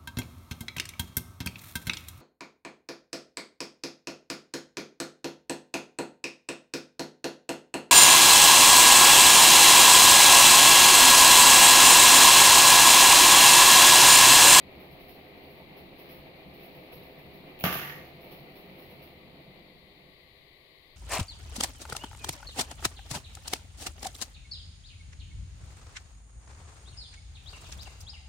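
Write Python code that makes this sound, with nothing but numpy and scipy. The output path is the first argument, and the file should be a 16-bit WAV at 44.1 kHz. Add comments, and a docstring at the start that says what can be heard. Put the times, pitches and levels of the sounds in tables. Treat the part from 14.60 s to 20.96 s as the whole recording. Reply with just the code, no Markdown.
"""Balance siphon coffee maker on a dining table.

Close to a stereo pair of microphones, water seethes and glugs in the boiler and hot metal ticks.
The emptied boiler lifts and lets go of the burner's lid, which scrapes free, clacks shut and
rattles to rest, thumping the table. With the flame out the boiling dies away and leaves
the room's low hum and a thin hiss, mostly on the left."""
import sys
import numpy as np
from scipy import signal
from scipy.fft import rfft, irfft, next_fast_len
from scipy.io import wavfile
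from scipy.ndimage import uniform_filter1d

SR = 44100
rng = np.random.default_rng(int(sys.argv[2]) if len(sys.argv) > 2 else 0)


def store_pcm(level_fs):
    """Save levels as 16-bit WAV."""
    pcm = np.round(np.clip(level_fs, -1, 1) * 32767).astype(np.int16)
    wavfile.write(sys.argv[1], SR, np.atleast_2d(pcm).T)


N = 280476
T = np.arange(N) / SR
FFT_SIZE = next_fast_len(N, True)
FREQS = np.fft.rfftfreq(FFT_SIZE, 1 / SR)


# the lid's blows, in relative levels: (time [s], clang [dB], shimmer [dB], table thump [dB],
# rim buzz [dB], edge ping [dB], lid ring [dB])
LID_BLOWS = [(3.0387, -25, -28.5, -25.5, -50, -52, -35), (3.0487, -32, -34, -49, -42, -56, -31),
             (3.052, -29, -34, -53, -37, -56, -30.5), (3.0574, -30, -35, -37, -48, -56, -38),
             (3.0622, -40, -44, -31, -49, -56, -37), (3.0705, -32.5, -42, -44, -50, -60, -26),
             (3.1262, -32, -31.5, -49, -42, -37, -33), (3.14, -33, -35, -59, -51, -35, -39),
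             (3.154, -35, -40, -36, -54, -52, -45), (3.169, -41, -41, -61, -56, -55, -50),
             (3.196, -39, -50, -49, -49, -58, -45), (3.216, -39, -55, -44, -45, -60, -36),
             (3.227, -43, -45, -60, -44, -48, -60), (3.246, -57, -54, -60, -45, -39, -60),
             (3.275, -43, -48, -57, -44, -62, -50), (3.296, -43, -49, -46, -46, -66, -60),
             (3.3196, -49, -53, -58, -48, -70, -62), (3.355, -62, -56, -49, -51, -70, -49)]
# spectra of the clang, its bright shimmer and the rim's buzz: (frequency [Hz], relative level [dB])
CLANG_SPECTRUM = [(100, -36), (330, -4), (550, -7.5), (720, -2.5), (1000, -4.5), (1220, -2), (1550, 0.5),
                  (2000, -5), (2800, 0.5), (4000, -10.5), (5500, -14), (7000, -19), (8000, -59),
                  (16000, -34)]
SHIMMER_SPECTRUM = [(3000, -31), (7000, -23.5), (8800, -22), (10300, -8), (11700, -1.5), (12700, 2),
                    (13100, 1), (13600, -1), (15500, -1), (17000, -6.5)]
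BUZZ_SPECTRUM = [(1300, -31), (1720, 0), (1900, 2), (2200, -6), (2600, -23), (5000, -41)]
# modes of lid and burner, rim and thin edge: (frequency [Hz], relative level [dB], nominal t60 [s])
LID_MODES = [(662, -22, .55), (732, -17.5, .7), (778, -20, .55), (877, -23, .7), (902, -20, .7),
             (1114, -20, .48), (1167, -7.5, .54), (1190, -16, .5), (1218, -13.5, .52), (1238, -17.5, .5),
             (1287, -16.5, .42), (1425, -18.5, .6), (1470, -20, .6), (1733, -19, .65), (1765, -19, .65),
             (2105, -22, .8), (2256, -21, .75), (2859, -26, .6), (3176, -25, .6), (3445, -28, .55),
             (13614, -25, .55), (14231, -25, .55), (14290, -24, .55), (15370, -22, .55), (15710, -27, .5)]
BUZZ_MODES = [(1815, -4, .4), (1868, -2, .45), (1943, -3, .5), (2110, -3, .65), (2191, -5, .6),
              (2240, -6, .6)]
EDGE_MODES = [(12938, 0, .28), (13066, -6, .36), (13157, -11, .5)]
def lid():
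    """Close by, the lid slams on the burner, bounces and rocks on its rim, shaking the table."""
    times, clang_db, shimmer_db, thump_db, buzz_db, ping_db, ring_db = np.transpose(LID_BLOWS)
    clang = strike(times, clang_db, contact_t60=0.034, room_t60=0.58, room_db=-8, grain_db=2.5)
    shimmer = strike(times, shimmer_db, contact_t60=0.044, room_t60=0.45, room_db=-4.7, grain_db=3)
    buzz = strike(times, buzz_db, contact_t60=0.059, room_t60=0.44, room_db=-2.5, grain_db=5)
    ring = metal_ring(LID_MODES, times, ring_db - 4.5, t60_scale=1, blur_hz=2.3)
    return (at_mics(clang, tone_filter(CLANG_SPECTRUM), left_db=-4)
            + at_mics(shimmer, tone_filter(SHIMMER_SPECTRUM), left_db=-1)
            + amp(-2.5) * at_mics(buzz, tone_filter(BUZZ_SPECTRUM), left_db=-1)
            + ring * amp([[0.4], [-0.4]])
            + metal_ring(BUZZ_MODES, times, buzz_db - 7.5, t60_scale=0.93, blur_hz=7.7)
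            + metal_ring(EDGE_MODES, times, ping_db - 5, t60_scale=0.92, blur_hz=4)
            + knock(times, thump_db + 3.5, hz=737, swell_s=0.00097)  # the burner's hollow clonk
            + knock(times, thump_db + 0.5, hz=203, swell_s=0.0035)  # the stand against the table
            + table_thump(times, thump_db))


def metal_ring(modes, times, db, t60_scale, blur_hz, apart=0.55):
    """Blows feed the modes; the room blurs each ringing tone, a little differently at each microphone."""
    start, length = int(min(times) * SR), 2 * SR
    span = slice(start, start + length)
    energy = impulses(times, amp(db) ** 2)[span]
    out = np.zeros((2, N))
    for hz, level, t60 in modes:
        walks = np.cumsum(rng.standard_normal((3, length)), 1)
        left, right, shared = uniform_filter1d(walks, size=200) * np.sqrt(2 * np.pi * blur_hz / SR)
        drift = shared + apart * np.array([left, right])
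        tone = np.sin(2 * np.pi * (hz * T[:length] + rng.random()) + drift)
        out[:, span] += amp(level) * np.sqrt(decay(energy, t60_scale * t60)) * tone
    return out


def knock(times, db, hz, swell_s):
    """The lid's weight pushes on what lies under it, which swings once or twice."""
    t = T[:SR // 10]
    age = t / swell_s
    push = -age ** 2 * np.exp(2 * (1 - age)) * np.sin(2 * np.pi * hz * t)
    return signal.oaconvolve(impulses(times, amp(db)), push)[:N]


# the dull thud under the burner: (frequency [Hz], relative level [dB])
THUD_SPECTRUM = [(20, -28), (45, -19), (80, -3), (170, 2), (230, -3), (350, -9.5), (600, -8), (1000, -32),
                 (2000, -63)]
# the table top's modes: (frequency [Hz], relative level [dB], t60 [s])
TABLE_MODES = [(62.6, -20, 0.27), (99, -12, 0.45), (139.6, -11, 1), (147.3, -4, 1), (189.2, 2.5, 0.23),
               (224, -21, 0.14)]
def table_thump(times, db):
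    """The table thuds a little to the left and booms in a few low modes; the closest two beat."""
    contacts = strike(times, db, contact_t60=0.064, room_t60=0.45, room_db=-10.5)
    thud = at_mics(contacts, tone_filter(THUD_SPECTRUM), left_db=3)
    t = T[:SR]
    ring = sum(amp(level - 60 * t / t60) * np.sin(2 * np.pi * hz * t) for hz, level, t60 in TABLE_MODES)
    boom = signal.oaconvolve(impulses(times, amp(db)), ring)[:N]
    return amp(-2) * thud + amp(-12.5) * boom


# the lid's slips off the rising boiler: (time [s], dry click [dB], bright scrape [dB])
LID_SLIPS = [(2.9906, -43.5, -57), (2.9995, -60, -40), (3.0088, -37.5, -45), (3.0175, -56, -46)]
# spectra of that click and scrape: (frequency [Hz], relative level [dB])
CLICK_SPECTRUM = [(1200, -35), (2300, -3), (2800, 1), (3400, -5), (4600, -17), (8000, -30), (12000, -12),
                  (16000, -14)]
SCRAPE_SPECTRUM = [(3000, -20), (6500, -33), (9000, -40), (11500, -19), (14000, 2), (15500, 11), (17000, 1)]
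def lid_slips():
    """Just right of centre, the lid sticks and slips on the boiler's wall before it falls."""
    times, click_db, scrape_db = np.transpose(LID_SLIPS)
    click = strike(times, click_db, contact_t60=0.013, room_t60=0.65, room_db=-12.5)
    scrape = strike(times, scrape_db, contact_t60=0.1, room_t60=0.5, room_db=-8)
    return (at_mics(click, tone_filter(CLICK_SPECTRUM), left_db=-1)
            + at_mics(scrape, tone_filter(SCRAPE_SPECTRUM), left_db=-2))


# the hot metal's clearest ticks: (time [s], relative level [dB])
METAL_TICKS = [(0.1994, -51), (0.3094, -52), (0.3994, -50), (0.484, -46), (0.77, -57), (0.83, -55),
               (0.9, -54), (0.965, -61), (1.17, -49), (1.3853, -46), (1.4905, -46.5), (1.5094, -46),
               (1.936, -50.5), (1.9974, -51), (2.0308, -48), (2.1465, -51.5), (2.324, -44), (2.43, -51.5),
               (2.585, -53), (2.735, -52), (3.367, -50), (3.443, -53), (3.6077, -52), (3.6401, -51),
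               (3.714, -44), (3.82, -64), (3.955, -48), (4.05, -61), (4.1859, -50), (4.2194, -51),
               (4.2991, -50), (4.4233, -47.5)]
# spectrum of a tick: (frequency [Hz], relative level [dB])
TICK_SPECTRUM = [(1200, -15), (2500, 1.5), (5300, -9), (5700, -15), (9500, -56), (10300, -9.5), (11700, -5),
                 (12700, -5), (13200, -7.5), (13600, 0), (14100, -10), (15600, -3.5), (17000, -8.5)]
# the boiler's high modes: (frequency [Hz], half-width [Hz], relative level [dB])
BOILER_MODES = [(12560, 40, -1), (13240, 35, 15), (13420, 35, 0), (14300, 40, 0), (14740, 50, 4),
                (15090, 50, 7), (15700, 45, 6)]
def metal_ticks(contacts=5, chatter_s=0.014, faint_per_s=16, faint_db=-73):
    """Hot metal ticks in tiny chatters that ring the boiler; fainter, duller ticks fall at random."""
    times, db = np.transpose(METAL_TICKS)
    ring = sum(resonance(*mode) for mode in BOILER_MODES)
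    colour = unit_rms(amp(curve(TICK_SPECTRUM)))
    scatter = (np.arange(contacts) + rng.random((len(times), contacts))) / contacts - 0.25
    contact_times = (times[:, None] + chatter_s * scatter).ravel()
    contact_db = np.repeat(db, contacts) - 15
    clear = strike(contact_times, contact_db, contact_t60=0.034, room_t60=0.43, room_db=-1, grain_db=3)
    faint_times = T[(rng.random(N) < faint_per_s / SR) & (T < times[-1])]
    faint_levels = np.full(len(faint_times), faint_db)
    faint = strike(faint_times, faint_levels, contact_t60=0.05, room_t60=0.51, room_db=4.5)
    return (at_mics(clear, causal(colour * (1 + ring)), left_db=-1.5)
            + at_mics(faint, causal(colour * (1 + 0.33 * ring)), left_db=2.5))


# spectrum of the small bubbles: (frequency [Hz], relative level [dB])
SEETHE_SPECTRUM = [(120, -36), (260, -1), (400, 0), (720, -3), (950, -10), (1180, -12.5), (1480, -19),
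                   (1800, -14.5), (2350, -7), (3100, -16), (4500, -37), (6000, -39), (9500, -109),
                   (12500, -28)]
# the glugs' low boom, coloured by table and room: (frequency [Hz], half-width [Hz], relative level [dB])
GLUG_MODES = [(72, 23, -1), (147.2, 10.5, 4), (185.6, 46, 1.5), (232, 200, -10)]
def boil():
    """Near the centre, small bubbles seethe and big ones glug deeply; both surge, then die away."""
    fizz = bubbles(per_s=5000, decay_cycles=2.15, rise=0.02) + amp(-3) * noise()  # in a reverberant wash
    seethe = unit_rms(at_mics(fizz, amp(curve(SEETHE_SPECTRUM)), left_db=-1))
    boom = np.sqrt(sum(resonance(*mode) ** 2 for mode in GLUG_MODES))
    glugs = unit_rms(at_mics(noise(), boom, left_db=0.5))
    tick_times, tick_db = np.transpose(METAL_TICKS)
    sputter = decay(impulses(tick_times, amp(tick_db - 7) ** 2), t60=0.42)  # a flare-up with each tick
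    seethe_db = -52 + cooling(lasts_s=2.24, knee=3) + surges(rms_db=1.1, slow_hz=1.456, fast_hz=12)
    glug_db = -56.5 + cooling(lasts_s=2.39, knee=4.7) + surges(rms_db=2, slow_hz=2.5, fast_hz=14)
    return seethe * np.sqrt(amp(seethe_db) ** 2 + sputter) + glugs * amp(glug_db)


def bubbles(per_s, decay_cycles, rise, sizes=24):
    """Bubbles of all sizes, each a short dying tone that rises a little; together spectrally even."""
    out = np.zeros((2, N))
    count = int(per_s * N / SR / sizes)
    for hz in np.geomspace(110, 15000, sizes):
        age = np.arange(int(5 * decay_cycles * SR / hz)) * hz / SR / decay_cycles
        tone = np.exp(-age) * np.sin(2 * np.pi * decay_cycles * age * (1 + rise * age))
        for channel in out:
            births = np.bincount(rng.integers(0, N, count), rng.choice([-1, 1], count), N)
            channel += np.sqrt(hz) * unit_rms(signal.oaconvolve(births, tone)[:N])
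    return unit_rms(out)


def cooling(lasts_s, knee, flame_out_s=3.08):
    """The lid smothers the flame; on stored heat the boil sinks ever faster, by 10 dB after lasts_s."""
    return -10 * (np.maximum(T - flame_out_s, 0) / lasts_s) ** knee


def surges(rms_db, slow_hz, fast_hz):
    """The boil's random swelling, in dB."""
    t = T[::100]
    swell = sum(np.sin(2 * np.pi * (hz * t + rng.random())) for hz in np.geomspace(slow_hz, fast_hz, 24))
    return rms_db * np.interp(T, t, unit_rms(swell))


# the room's hum: (frequency [Hz], density [dB per Hz])
HUM_SPECTRUM = [(15, -90), (25, -85), (33, -99), (45, -84.5), (70, -87), (105, -94), (140, -87.5),
                (180, -99.5), (240, -99), (380, -91.5), (620, -93.5), (900, -106), (1500, -125),
                (3000, -150)]
# steady hiss: (frequency [Hz], left [dB per Hz], right [dB per Hz])
HISS_SPECTRUM = [(587, -106, -112), (1155, -93.5, -106), (1300, -110, -112), (1640, -104, -109),
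                 (2010, -84.5, -103.5), (2720, -97, -101), (3110, -94.5, -94.5), (3440, -93, -108),
                 (4050, -89, -114), (4550, -93, -116), (5570, -119, -120), (9800, -121, -122),
                 (10170, -111, -116), (16100, -113, -113)]
def room_tone():
    """In the background, a low hum in both microphones and a hiss mostly in the left one."""
    hum = at_mics(noise(), amp(curve(HUM_SPECTRUM)))
    hiss = at_mics(noise(), amp([curve(HISS_SPECTRUM, column=1), curve(HISS_SPECTRUM, column=2)]))
    return np.sqrt(SR / 2) * (hum + hiss)


# likeness of the sound at the two microphones: (frequency [Hz], correlation [-1 to 1])
MIC_CORRELATION = [(60, 0.77), (130, 0.9), (290, 0.94), (640, 0.63), (1400, -0.066), (3000, -0.24),
                   (7000, -0.039)]
def at_mics(pair, response, left_db=0):
    """Filters two unrelated signals onto the microphones, which share the bass but not the treble."""
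    a, b = rfft(pair, FFT_SIZE)
    likeness = np.clip(curve(MIC_CORRELATION), -1, 1)
    mid, side = a * np.sqrt((1 + likeness) / 2), b * np.sqrt((1 - likeness) / 2)
    stereo = irfft(np.array([mid + side, mid - side]) * response, FFT_SIZE)[:, :N]
    return stereo * amp([[left_db / 2], [-left_db / 2]])


def strike(times, db, contact_t60, room_t60, room_db, grain_db=0):
    """Each blow is a burst of tiny contacts, uneven by grain_db, followed by the room's diffuse tail."""
    energy = impulses(times, amp(db) ** 2)
    steps = T[::32]
    strengths = amp(grain_db * np.minimum(rng.standard_normal(len(steps)), 2))
    grain = unit_rms(np.interp(T, steps, strengths))
    direct = grain ** 2 * decay(energy, contact_t60)
    tail = amp(room_db) ** 2 * decay(energy, room_t60)
    return noise() * np.sqrt(direct + tail)


def amp(db):
    """Decibels to gain."""
    return 10 ** (np.asarray(db) / 20)


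def unit_rms(x):
    """Scales to rms 1."""
    return x / np.sqrt(np.mean(abs(x) ** 2) + 1e-30)


def noise():
    """Two unrelated white noises."""
    return rng.standard_normal((2, N))


def impulses(times, sizes):
    """One impulse for each event."""
    return np.bincount(np.round(np.asarray(times) * SR).astype(int), sizes, N)[:N]


def decay(energy, t60):
    """Energy that leaks away by 60 dB in t60 seconds."""
    return signal.lfilter([1], [1, -10 ** (-6 / (t60 * SR))], energy)


def resonance(hz, half_width, db):
    """One mode's gain over all frequencies."""
    return amp(db) / (1 + ((FREQS - hz) / half_width) ** 2)


def curve(points, column=1):
    """A table's column over all frequencies, joined on a log axis."""
    table = np.transpose(points)
    return np.interp(np.log(FREQS + 1), np.log(table[0]), table[column])


def causal(gain):
    """The filter with this gain that rings only after its input."""
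    cepstrum = irfft(np.log(np.maximum(gain, 1e-5 * gain.max())), FFT_SIZE)
    cepstrum[1:FFT_SIZE // 2] *= 2
    cepstrum[FFT_SIZE // 2 + 1:] = 0
    return np.exp(rfft(cepstrum))


def tone_filter(spectrum):
    """A causal filter of rms gain 1, shaped like the spectrum."""
    return causal(unit_rms(amp(curve(spectrum))))


# standing waves between table and walls: (frequency [Hz], width [Hz], gain [dB])
STANDING_WAVES = [(27, 5, 6), (40, 6, -6), (74, 9, 3), (136, 10, 3), (185, 9, 4), (205, 8, -3),
                  (348, 14, 3), (401, 10, 4), (450, 14, -6), (511, 12, 5), (570, 16, -5), (670, 25, 2),
                  (729, 12, 2), (815, 15, -2), (903, 9, 3), (985, 40, -2)]
def scene():
    """Everything as heard at the table, where the room's standing waves lift and sink narrow bands."""
    mix = lid() + lid_slips() + metal_ticks() + boil() + room_tone()
    colour_db = sum(db * np.exp(-((FREQS - hz) / width) ** 2) for hz, width, db in STANDING_WAVES)
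    return irfft(rfft(mix, FFT_SIZE) * causal(amp(colour_db)), FFT_SIZE)[:, :N]


def record(dry):
    """The recorder's band limit."""
    lowpass = signal.firwin(511, 15780, window=("kaiser", 9), fs=SR)
    return signal.oaconvolve(dry, lowpass[None], "same")


dry = scene()
out = record(dry)
store_pcm(out)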